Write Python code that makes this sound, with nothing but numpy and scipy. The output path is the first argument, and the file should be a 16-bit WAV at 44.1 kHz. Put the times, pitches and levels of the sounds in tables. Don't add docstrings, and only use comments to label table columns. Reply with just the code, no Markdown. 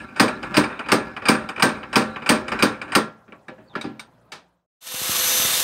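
import sys
import numpy as np
from scipy import signal
from scipy.io import wavfile

SR = 44100
rng = np.random.default_rng(int(sys.argv[2]) if len(sys.argv) > 2 else 0)


def ratio_of_db(decibels):
    return 10 ** (np.asarray(decibels, float) / 20)


def wav_out(sig):
    wavfile.write(sys.argv[1], SR, np.round(np.clip(np.atleast_2d(sig).T, -1, 1) * 32767).astype(np.int16))


N = 248283
TIME = np.arange(N) / SR

# (frequency [Hz], level [dB per Hz])
YARD_SPECTRUM = [(30, -27.5), (50, -16.5), (140, -4.5), (400, -12), (616, -6), (1300, -14.5), (2200, -27.5),
                 (16000, -43.5)]
BLOW_SPECTRUM = [(29, -60.5), (50, -26.5), (171, -2.5), (601, -1), (694, -5.5), (1210, -1), (1330, -20.5),
                 (1540, 1), (2880, -16), (4790, -18), (6090, -24), (8540, -29), (16000, -34)]
TAP_SPECTRUM = [(59, -37), (100, -16), (801, 5.5), (1550, 9.5), (2080, 1), (2420, 4.5), (3320, -50.5),
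                (3940, -26), (7940, -13), (8640, -64.5), (9820, -48), (11900, -40), (16000, -53.5)]
KNOCK_SPECTRUM = [(59, -59), (100, -5), (328, -2.5), (1150, -5), (1720, -8), (1910, -1.5), (2270, -6.5),
                  (3250, -12.5), (3860, -8), (8640, -24.5), (16000, -44)]
FAN_SPECTRUM = [(24, -52), (70, -42), (167, -18), (444, -35), (510, 5), (585, -15), (646, 0), (1300, -1),
                (2050, 2.5), (3650, 3), (5180, -3), (6170, 1), (9690, -6), (12100, -6.5), (16000, -15)]

# (frequency [Hz], decay time T60 [s])
PANEL_T60 = [(50, 0.16), (130, 0.28), (400, 0.25), (1200, 0.24), (3000, 0.21), (7000, 0.15), (14000, 0.091)]
# (frequency [Hz], level [dB], decay time T60 [s])
SILL_MODES = [(62.4, -23.5, 0.27), (132.6, -20.5, 0.42), (218.2, -3, 0.3), (252.9, 3, 0.18),
              (296.7, 0.5, 0.16), (332.6, -3, 0.1), (374.8, -2.5, 0.23), (520, -12.5, 0.52),
              (611, -8, 0.35), (775, -3.5, 0.22), (889, -2.5, 0.083), (968, -9.5, 0.13), (1155, -9, 0.068),
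              (1175, 4, 0.067), (1384, -4, 0.099), (1364, -7, 0.34), (1538, -3, 0.22), (1686, -12, 0.36),
              (2123, -2.5, 0.11)]
# (frequency [Hz], width [Hz], level [dB], decay time T60 [s])
ROD_CLUSTERS = [(1450, 160, -6, .12), (1690, 90, -8, .16), (2400, 220, -1, .08), (2750, 250, -5, .06),
                (3650, 110, -11, .2), (3950, 180, -8, .12), (4750, 200, -1, .12), (5250, 300, -5, .08),
                (8700, 330, -5, .17), (12000, 400, -20, .1)]
DRAG_DB = [3, 5, -1, -7, -8, -4, -18, -15, -21, -22]
# (frequency [Hz], level [dB], decay time T60 [s])
FREE_ROD_MODES = [(1470, -2, 0.066), (2285, 5, 0.039), (3570, -13, 0.15), (3750, -2.5, 0.094),
                  (4300, -21, .04), (5730, -7, .03), (7200, -14, .036), (8400, -12, .054)]
# (frequency [Hz], width [Hz])
HAMMER_DIPS = [(700, 70), (2050, 260)]
# (frequency [Hz], level [dB])
HUM_TONES = [(58.7, -74.5), (117.4, -67.5), (176, -68)]

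# (time [s], peak [dB], brightness [dB],
# drag of the push that ends [dB], drag of the pull that starts [dB])
TURNS = [(0.087, -38, -22.5, -33, -38), (0.429, -13.5, -7.5, -30, -30.5), (0.792, -13, -10, -34, -39.5),
         (1.165, -13.5, -14, -32, -40), (1.489, -12.5, -.6, -31.5, -41.5), (1.83, -18, -28, -27.5, -38.5),
         (2.16, -14, -25, -28.5, -37.5), (2.481, -13, -2.5, -28.5, -30.5), (2.815, -15, -4, -34.5, -38.5)]
# (time [s], peak [dB], boom [dB], decay factor [1], clank [Hz])
BLOWS = [(0.197, -0.5, 4, 0.97, 2080), (0.568, -2, 6, 0.83, 2305), (0.918, -1.5, 4.5, 0.85, 2170),
         (1.285, -2.5, 4, 0.96, 2350), (1.623, -1, 1.5, 0.99, 2335), (1.957, -3, 3, 1, 2500),
         (2.291, -0.5, 1, 0.96, 2300), (2.624, -2.5, 2, 0.9, 2360), (2.951, -1, 3, 0.83, 2270)]
# (time [s], peak [dB], decay factor [1])
SLACKS = [(0.161, -20, 3.4), (0.542, -8, 2.3), (0.886, -11, 1.83), (1.254, -11, 2.37), (1.597, -10, 0.73),
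          (1.929, -9.5, 1.1), (2.261, -11, 1.1), (2.59, -13, 2.1), (2.92, -13, 1.3)]
# (time [s], peak [dB], decay factor [1])
BOUNCES = [(0.28, -9.5, .6), (0.638, -11.5, .35), (0.989, -32.5, 1.5), (1.349, -17, .35), (1.691, -15, .4),
           (2.017, -13.5, .35), (2.358, -16, .49), (2.689, -26.5, .35)]
# (time [s], peak [dB], decay factor [1], brightness [dB])
RATTLES = [(0.7, -25, 2.5, -44), (0.861, -22.5, .41, -16), (1.22, -22.5, 2.2, -19.5),
           (1.561, -21, 1.01, -8.5), (1.579, -17, .35, -20), (2.22, -22, .77, -15.5),
           (2.518, -8, .97, -8.5), (2.879, -29.5, 2.9, -15.5)]
# (time [s], peak [dB], boom [dB], brightness [dB], clank [Hz])
KNOCKS = [
    (3.28, -33.5, 7, -57, 1453),
    (3.322, -25.5, 3.5, -66, 2310),
    (3.483, -18.5, 4, -28, 1710),
    (3.517, -56, 15, -36, 520),
    (3.581, -37.5, 13, -54, 1650),
    (3.734, -32, 8, -28, 1080),
    (3.753, -7, 3.5, -24, 1323),
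    (3.812, -20.5, -5, 3.5, 3770),
    (3.841, -20.5, 14, -18, 770),
    (3.996, -22, -42, 6.5, 2220),
]
# (time [s], peak [dB])
CLINKS = [
    (3.322, -60),
    (3.483, -46.5),
    (3.812, -35),
    (3.995, -35),
]
# (time [s], frequency [Hz], level [dB], decay time T60 [s])
PATCH_RINGS = [
    (3.517, 520, -36.5, 0.19),
    (3.585, 630, -48, 0.3),
    (3.33, 1130, -41, 0.14),
]
# (time [s], frequency [Hz], level [dB])
SQUEAK = [
    (3.655, 4600, -75),
    (3.67, 4600, -69),
    (3.69, 4481, -56),
    (3.70, 3700, -56),
    (3.725, 3500, -56),
    (3.735, 3102, -59),
    (3.75, 2900, -70),
]
# (time [s], peak [dB], boom [dB], brightness [dB], decay factor [1], clank [Hz])
SET_DOWN = [
    (4.319, -17, -5.5, 2.5, 1.6, 2270),
]

# (time [s], armature order 12 [Hz], whine re hiss [dB])
LOAD = [
    (4.81, 6119, -15),
    (4.91, 6122, -15),
    (5.06, 6111, -13),
    (5.268, 6109, -7.5),
    (5.448, 6107, -6.5),
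    (5.492, 6105, -23),
    (5.53, 6109, -20),
    (5.63, 6114, -21),
]
# (frequency [Hz], width [Hz], level [dB])
HOUSING = [(1300, 200, -12), (3050, 350, -11), (3630, 130, -8), (4100, 450, -8), (6300, 400, -12),
           (8850, 500, -8)]
# (multiple of rotation [1], level re hiss [dB])
ARMATURE = [(1, -21), (9, -36.5), (10, -21.5), (23, -16.5), (25, -28.5)]
# (multiple of rotation [1], level re hiss [dB])
SPINDLE = [(4, -27), (6, -29.5), (8, -28.5), (9, -22), (10, -24), (11, -23.5), (12, -46), (16, -32),
           (22, -17.5), (54, -17)]
# (time [s], peak [dB])
THUMPS = [
    (4.943, -30),
    (5.016, -26.5),
    (5.094, -20.5),
    (5.2, -38),
    (5.398, -23.5),
    (5.45, -22),
]

YARD_DB = -57
FADE_OUT_START_S, FADE_OUT_END_S, CUT_S = 4.213, 4.677, 4.662
FADE_IN_START_S, FADE_IN_END_S = 4.806, 5.23
PUSH_START_S, FASTEST_SHARE, SLOWING_DB, STILL_S = -0.032, 0.64, 4.5, 0.02
PULL_GAIN_DB, SETTLE_S, SETTLE_DB = 6, 0.14, -52
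SCRAPE_DB, JOLT_DB, JOLT_S = -14, -34, 0.09
BULGE_S, BULGE_DB = 0.0107, 2.5
BLOW_BRIGHT_DB = 6
TURN_BOOM_DB, TURN_RING, TURN_HZ = 6.5, 0.63, 2430
SLACK_BOOM_DB, SLACK_BRIGHT_DB, SLACK_HZ = -1, -4, 2420
BOUNCE_BOOM_DB, BOUNCE_BRIGHT_DB, BOUNCE_HZ = 4, -1.5, 2300
RATTLE_BOOM_DB, RATTLE_HZ = 11, 2400
KNOCK_RING, HEAVY_RING = 0.75, 1.46
SPINDLE_HZ, HISS_DB, TREBLE_TILT_DB = 165.3, -21, 3.0
SECOND_FOLLOWS, SECOND_DB = 0.6, -2.5


def rms_one(x):
    return x / np.sqrt(np.mean(x ** 2) + 1e-20)


def in_time(rows):
    s, *columns = np.transpose(rows)
    span = (TIME >= s[0]) & (TIME <= s[-1])
    return [np.interp(TIME, s, column) for column in columns] + [span]


def at_hz(points, hz):
    table = np.array(points)
    return np.interp(np.log(hz), np.log(table[:, 0]), table[:, 1])


def high_pass(x, hz, order=2):
    return signal.sosfilt(signal.butter(order, hz, "high", fs=SR, output="sos"), x)


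def drift(rate):
    r = np.exp(-80 * np.pi * rate / SR)
    coarse = rng.standard_normal(N // 40 + 2002)
    slow = signal.lfilter([1], [1, -2 * r, r * r], coarse)[2000:]
    return np.interp(np.arange(N) / 40, np.arange(len(slow)), rms_one(slow))


def ring(clicks, hz, t60):
    r, w = ratio_of_db(-60 / (t60 * SR)), 2 * np.pi * hz / SR
    return signal.lfilter([0, np.sin(w)], [1, -2 * r * np.cos(w), r * r], clicks + 1e-18)


def noise_bank():
    edges = 32 * 2 ** np.arange(0, 9.1, 1 / 3)
    white = rng.standard_normal((2, N))
    bank = []
    for k, (low, high) in enumerate(zip(edges, edges[1:])):
        band_pass = signal.butter(2, [low, high], "band", fs=SR, output="sos")
        bank.append((np.sqrt(low * high), signal.sosfilt(band_pass, white[k % 2])))
    return bank


def coloured(bank, spectrum, patchy_db, tilt_db=0):
    out = np.zeros(N)
    for hz, band in bank:
        level_db = at_hz(spectrum, hz) + patchy_db * drift(20) + tilt_db * np.log2(hz / 4000)
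        out += ratio_of_db(level_db) * band
    return out


def clusters():
    out = []
    for hz, width, _, _ in ROD_CLUSTERS:
        once = ring(rng.standard_normal(N), hz, 1.4 / width)
        out.append(rms_one(ring(once, hz, 1.4 / width)))
    return out


def yard(bank):
    return ratio_of_db(YARD_DB) * rms_one(coloured(bank, YARD_SPECTRUM, patchy_db=3.2))


def hum():
    out = np.zeros(N)
    for hz, db in HUM_TONES:
        level = np.sqrt(2) * ratio_of_db(db + 3.7 * drift(3.3))
        out += level * np.sin(2 * np.pi * hz * TIME + 0.42 * drift(5))
    return out


def strokes():
    starts = [PUSH_START_S] + [blow[0] for blow in BLOWS]
    rows = []
    for start, end, (turn, _, _, push_db, pull_db) in zip(starts, starts[1:], TURNS):
        rows += [(start + FASTEST_SHARE * (turn - start), push_db),
                 (turn - STILL_S, push_db - SLOWING_DB),
                 (turn + STILL_S, pull_db),
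                 (end, pull_db + PULL_GAIN_DB)]
    settled = starts[-1] + SETTLE_S
    drag_db, _ = in_time(rows + [(settled, SETTLE_DB)])
    jolt = sum((TIME > s) * ratio_of_db(JOLT_DB - 20 * np.abs(TIME - s) / JOLT_S) for s in starts)
    return ratio_of_db(drag_db + SCRAPE_DB) + jolt, ratio_of_db(drag_db), TIME <= settled


def sliding(bank, rod):
    scrape, rumble, on = strokes()
    happens = rng.random(N) < 900 / SR
    grain_level = ratio_of_db(3.5 * np.minimum(rng.exponential(1, N), 4))
    grains = happens * grain_level * rng.choice([-1, 1], N)
    rattle = np.zeros(N)
    for (_, _, db, _), band, drag_db in zip(ROD_CLUSTERS, rod, DRAG_DB):
        rattle += ratio_of_db(db + drag_db + 5.5 * drift(12)) * band
    wash = rms_one(coloured(bank, TAP_SPECTRUM, patchy_db=2.0))
    panel = rms_one(sum(ratio_of_db(0.6 * db) * ring(grains, hz, 0.45 * t60) for hz, db, t60 in SILL_MODES[3:]))
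    return on * (scrape * (0.9 * rms_one(rattle) + 0.45 * wash) + rumble * ratio_of_db(-5) * panel)


def clank(contact, hz, t60, bright_db):
    age = np.arange(len(contact)) / SR
    partials = ring(contact, hz, t60) + 0.6 * ring(contact, 1.22 * hz, t60)
    partials += 0.4 * ratio_of_db(min(bright_db, 0)) * ring(contact, 2.05 * hz, t60)
    return partials * (1 - np.exp(-age / 0.0006))


def struck(bank, rod, hits, colour, dense_db, sill_db, rod_db, clank_db, clank_s, quick, late_cycles):
    out, age = np.zeros(N), np.arange(SR // 2) / SR
    spread = rng.normal(0, 1, (len(hits), len(SILL_MODES) + len(ROD_CLUSTERS)))
    chatter = rng.standard_normal((len(hits), len(age))) * ratio_of_db(-60 * age / 0.0087)
    chatter = chatter / np.sqrt(np.sum(chatter ** 2, axis=1, keepdims=True))
    contact = (age == 0) + 0.45 * (np.round(age * SR) == round(0.0065 * SR))
    snap = -np.exp(-((age - BULGE_S) / 0.0006) ** 2) / (0.001 * SR)
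    snap = ratio_of_db(BULGE_DB) * high_pass(snap, 150)

    def swell(hz):
        return (1 - np.exp(-age / (late_cycles / hz + 0.0003))) ** 2

    for (s, peak_db, boom_db, bright_db, factor, clank_hz), push, luck in zip(hits, chatter, spread):
        def tone_db(hz):
            return np.interp(np.log(hz), np.log([300, 900, 2500, 8000]), [boom_db, 0, 0, bright_db])

        start = round(s * SR)
        now = slice(start, start + len(age))
        panel_factor = quick * np.clip(factor, 0.3, 3)
        rod_factor = np.clip(factor, 0.5, 3)
        sound = ratio_of_db(clank_db) * clank(contact, clank_hz, clank_s, bright_db)
        for hz, band in bank:
            decay_db = 60 * age / (at_hz(PANEL_T60, hz) * panel_factor)
            level = ratio_of_db(dense_db + tone_db(hz) + at_hz(colour, hz) - decay_db)
            sound += level * swell(hz) * band[now]
        for (hz, level_db, t60), odd in zip(SILL_MODES, luck):
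            level = ratio_of_db(sill_db + level_db + tone_db(hz) + 2.5 * odd)
            kick = snap if hz < 450 else contact * np.sign(odd)
            mode = ring(0.5 * push + kick, hz * (1 + 0.006 * odd), t60 * panel_factor)
            sound += level * np.sqrt(swell(3 * hz)) * mode
        for (hz, _, level_db, t60), band, odd in zip(ROD_CLUSTERS, rod, luck[::-1]):
            near_db = (10 - tone_db(hz)) * (abs(hz / clank_hz - 1) < 0.06)
            decay_db = 60 * age / (t60 * rod_factor)
            level = ratio_of_db(rod_db + level_db + near_db + tone_db(hz) + 2.5 * odd - decay_db)
            sound += level * swell(hz) * band[now]
        out[now] += ratio_of_db(peak_db) * sound * np.minimum(1, (age[-1] - age) / 0.1)
    return out


def taps(bank, rod):
    hits = [(s, db, TURN_BOOM_DB, bright, TURN_RING, TURN_HZ) for s, db, bright, _, _ in TURNS]
    hits += [(s, db, SLACK_BOOM_DB, SLACK_BRIGHT_DB, factor, SLACK_HZ) for s, db, factor in SLACKS]
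    hits += [(s, db, BOUNCE_BOOM_DB, BOUNCE_BRIGHT_DB, factor, BOUNCE_HZ) for s, db, factor in BOUNCES]
    hits += [(s, db, RATTLE_BOOM_DB, bright, factor, RATTLE_HZ) for s, db, factor, bright in RATTLES]
    return struck(bank, rod, hits, TAP_SPECTRUM, dense_db=-8, sill_db=-34.5, rod_db=-26,
                  clank_db=-9, clank_s=0.02, quick=1.0, late_cycles=0.94)


def blows(bank, rod):
    hits = [(s, db, boom, BLOW_BRIGHT_DB, factor, hz) for s, db, boom, factor, hz in BLOWS]
    return struck(bank, rod, hits, BLOW_SPECTRUM, dense_db=3.0, sill_db=-20, rod_db=-23.5,
                  clank_db=2, clank_s=0.009, quick=1.338, late_cycles=1.8)


def knocks(bank, rod):
    hits = []
    for s, db, boom, bright, hz in KNOCKS:
        factor = HEAVY_RING if boom > 10 else KNOCK_RING
        hits.append((s, db, boom, bright, factor, hz))
    return struck(bank, rod, hits, KNOCK_SPECTRUM, dense_db=-4, sill_db=-25.5, rod_db=-24.5,
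                  clank_db=-9.5, clank_s=0.024, quick=1.0, late_cycles=1.0)


def loose_tool():
    out = np.zeros(N)
    times, peaks_db = np.transpose(CLINKS)
    luck = rng.normal(0, 1, (len(CLINKS), len(FREE_ROD_MODES)))
    for (hz, level_db, t60), odd in zip(FREE_ROD_MODES, luck.T):
        clicks = np.zeros(N)
        clicks[[round(s * SR) for s in times]] = ratio_of_db(peaks_db + level_db + 2.0 * odd)
        out += ring(clicks, hz, t60)
    for s, hz, db, t60 in PATCH_RINGS:
        click = np.zeros(N)
        click[round(s * SR)] = 1
        out += ratio_of_db(db) * ring(click, hz, t60)
    return out


def squeak():
    hz, db, on = in_time(SQUEAK)
    phase = 2 * np.pi * np.cumsum(hz * (1 + 0.018 * drift(142))) / SR
    return on * ratio_of_db(db) * drift(92) * np.sin(phase)


def set_down(bank, rod):
    return struck(bank, rod, SET_DOWN, KNOCK_SPECTRUM, dense_db=0.5, sill_db=-34, rod_db=-38,
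                  clank_db=-11, clank_s=0.041, quick=0.82, late_cycles=1.0)


def band_dips(x, depth):
    for hz, width in HAMMER_DIPS:
        x = x - depth * signal.lfilter(*signal.iirpeak(hz, hz / width, fs=SR), x)
    return x


def fan_hiss(bank, spindle):
    hiss = coloured(bank, FAN_SPECTRUM, patchy_db=0.0, tilt_db=TREBLE_TILT_DB)
    hiss = 0.85 * hiss / np.std(hiss[-SR // 2:])
    white = rng.standard_normal(N)
    for hz, width, db in HOUSING:
        hiss += ratio_of_db(db - 6 + 2.5 * drift(25)) * rms_one(ring(white, hz, 2.2 / width))
    return hiss * (1 + 0.099 * np.sin(spindle)) * ratio_of_db(0.99 * drift(49.72))


def grinder(bank):
    bar_hz, first_db, _ = in_time(LOAD)
    second_db = SECOND_DB + SECOND_FOLLOWS * first_db
    turn = 2 * np.pi * np.cumsum(bar_hz / 12) / SR
    spindle = 2 * np.pi * SPINDLE_HZ * TIME
    lines = [(k * turn, db) for k, db in ARMATURE] + [(k * spindle, db) for k, db in SPINDLE]
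    tones = np.zeros(N)
    for phase, db in lines:
        tones += ratio_of_db(db + 2.0 * drift(15)) * np.sin(phase + 0.3 * drift(15))
    tones += ratio_of_db(first_db + 1.1 * drift(39)) * np.sin(12 * turn)
    tones += ratio_of_db(second_db + 1.46 * drift(40)) * np.sin(24 * turn)
    fade = np.clip((TIME - FADE_IN_START_S) / (FADE_IN_END_S - FADE_IN_START_S), 0, 1)
    return fade * ratio_of_db(HISS_DB) * (fan_hiss(bank, spindle) + np.sqrt(2) * tones)


def thumps():
    clicks = np.zeros(N)
    for k, (s, db) in enumerate(THUMPS):
        sign = 1 if k in (1, 2) else -1
        clicks[round(s * SR)] = sign * ratio_of_db(db + 6)
    return ring(clicks, 185, 0.0094) + 0.96 * ring(clicks, 560, 0.0044)


def scene():
    bank, other, rod = noise_bank(), noise_bank(), clusters()
    hammer = sliding(other, rod) + taps(other, rod) + blows(bank, rod)
    hammer += knocks(bank, rod) + set_down(other, rod)
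    hammer = band_dips(hammer, depth=0.7)
    hammer += yard(bank) + hum() + loose_tool() + squeak()
    fade = np.clip((FADE_OUT_END_S - TIME) / (FADE_OUT_END_S - FADE_OUT_START_S), 0, 1)
    fade = fade * (TIME < CUT_S)
    grinding = high_pass(grinder(other) + thumps(), 85)
    return np.tile(fade * hammer + grinding, (2, 1))


def roll_off(x):
    return signal.sosfilt(signal.butter(12, 16970, fs=SR, output="sos"), x)


def record(dry):
    limited = np.clip(high_pass(dry, 46, order=6), -0.92, 0.92)
    top_cut = signal.ellip(12, 0.5, 45, 15750, fs=SR, output="sos")
    mix = signal.sosfilt(top_cut, limited)
    return roll_off(mix)


dry = scene()
out = record(dry)
wav_out(out)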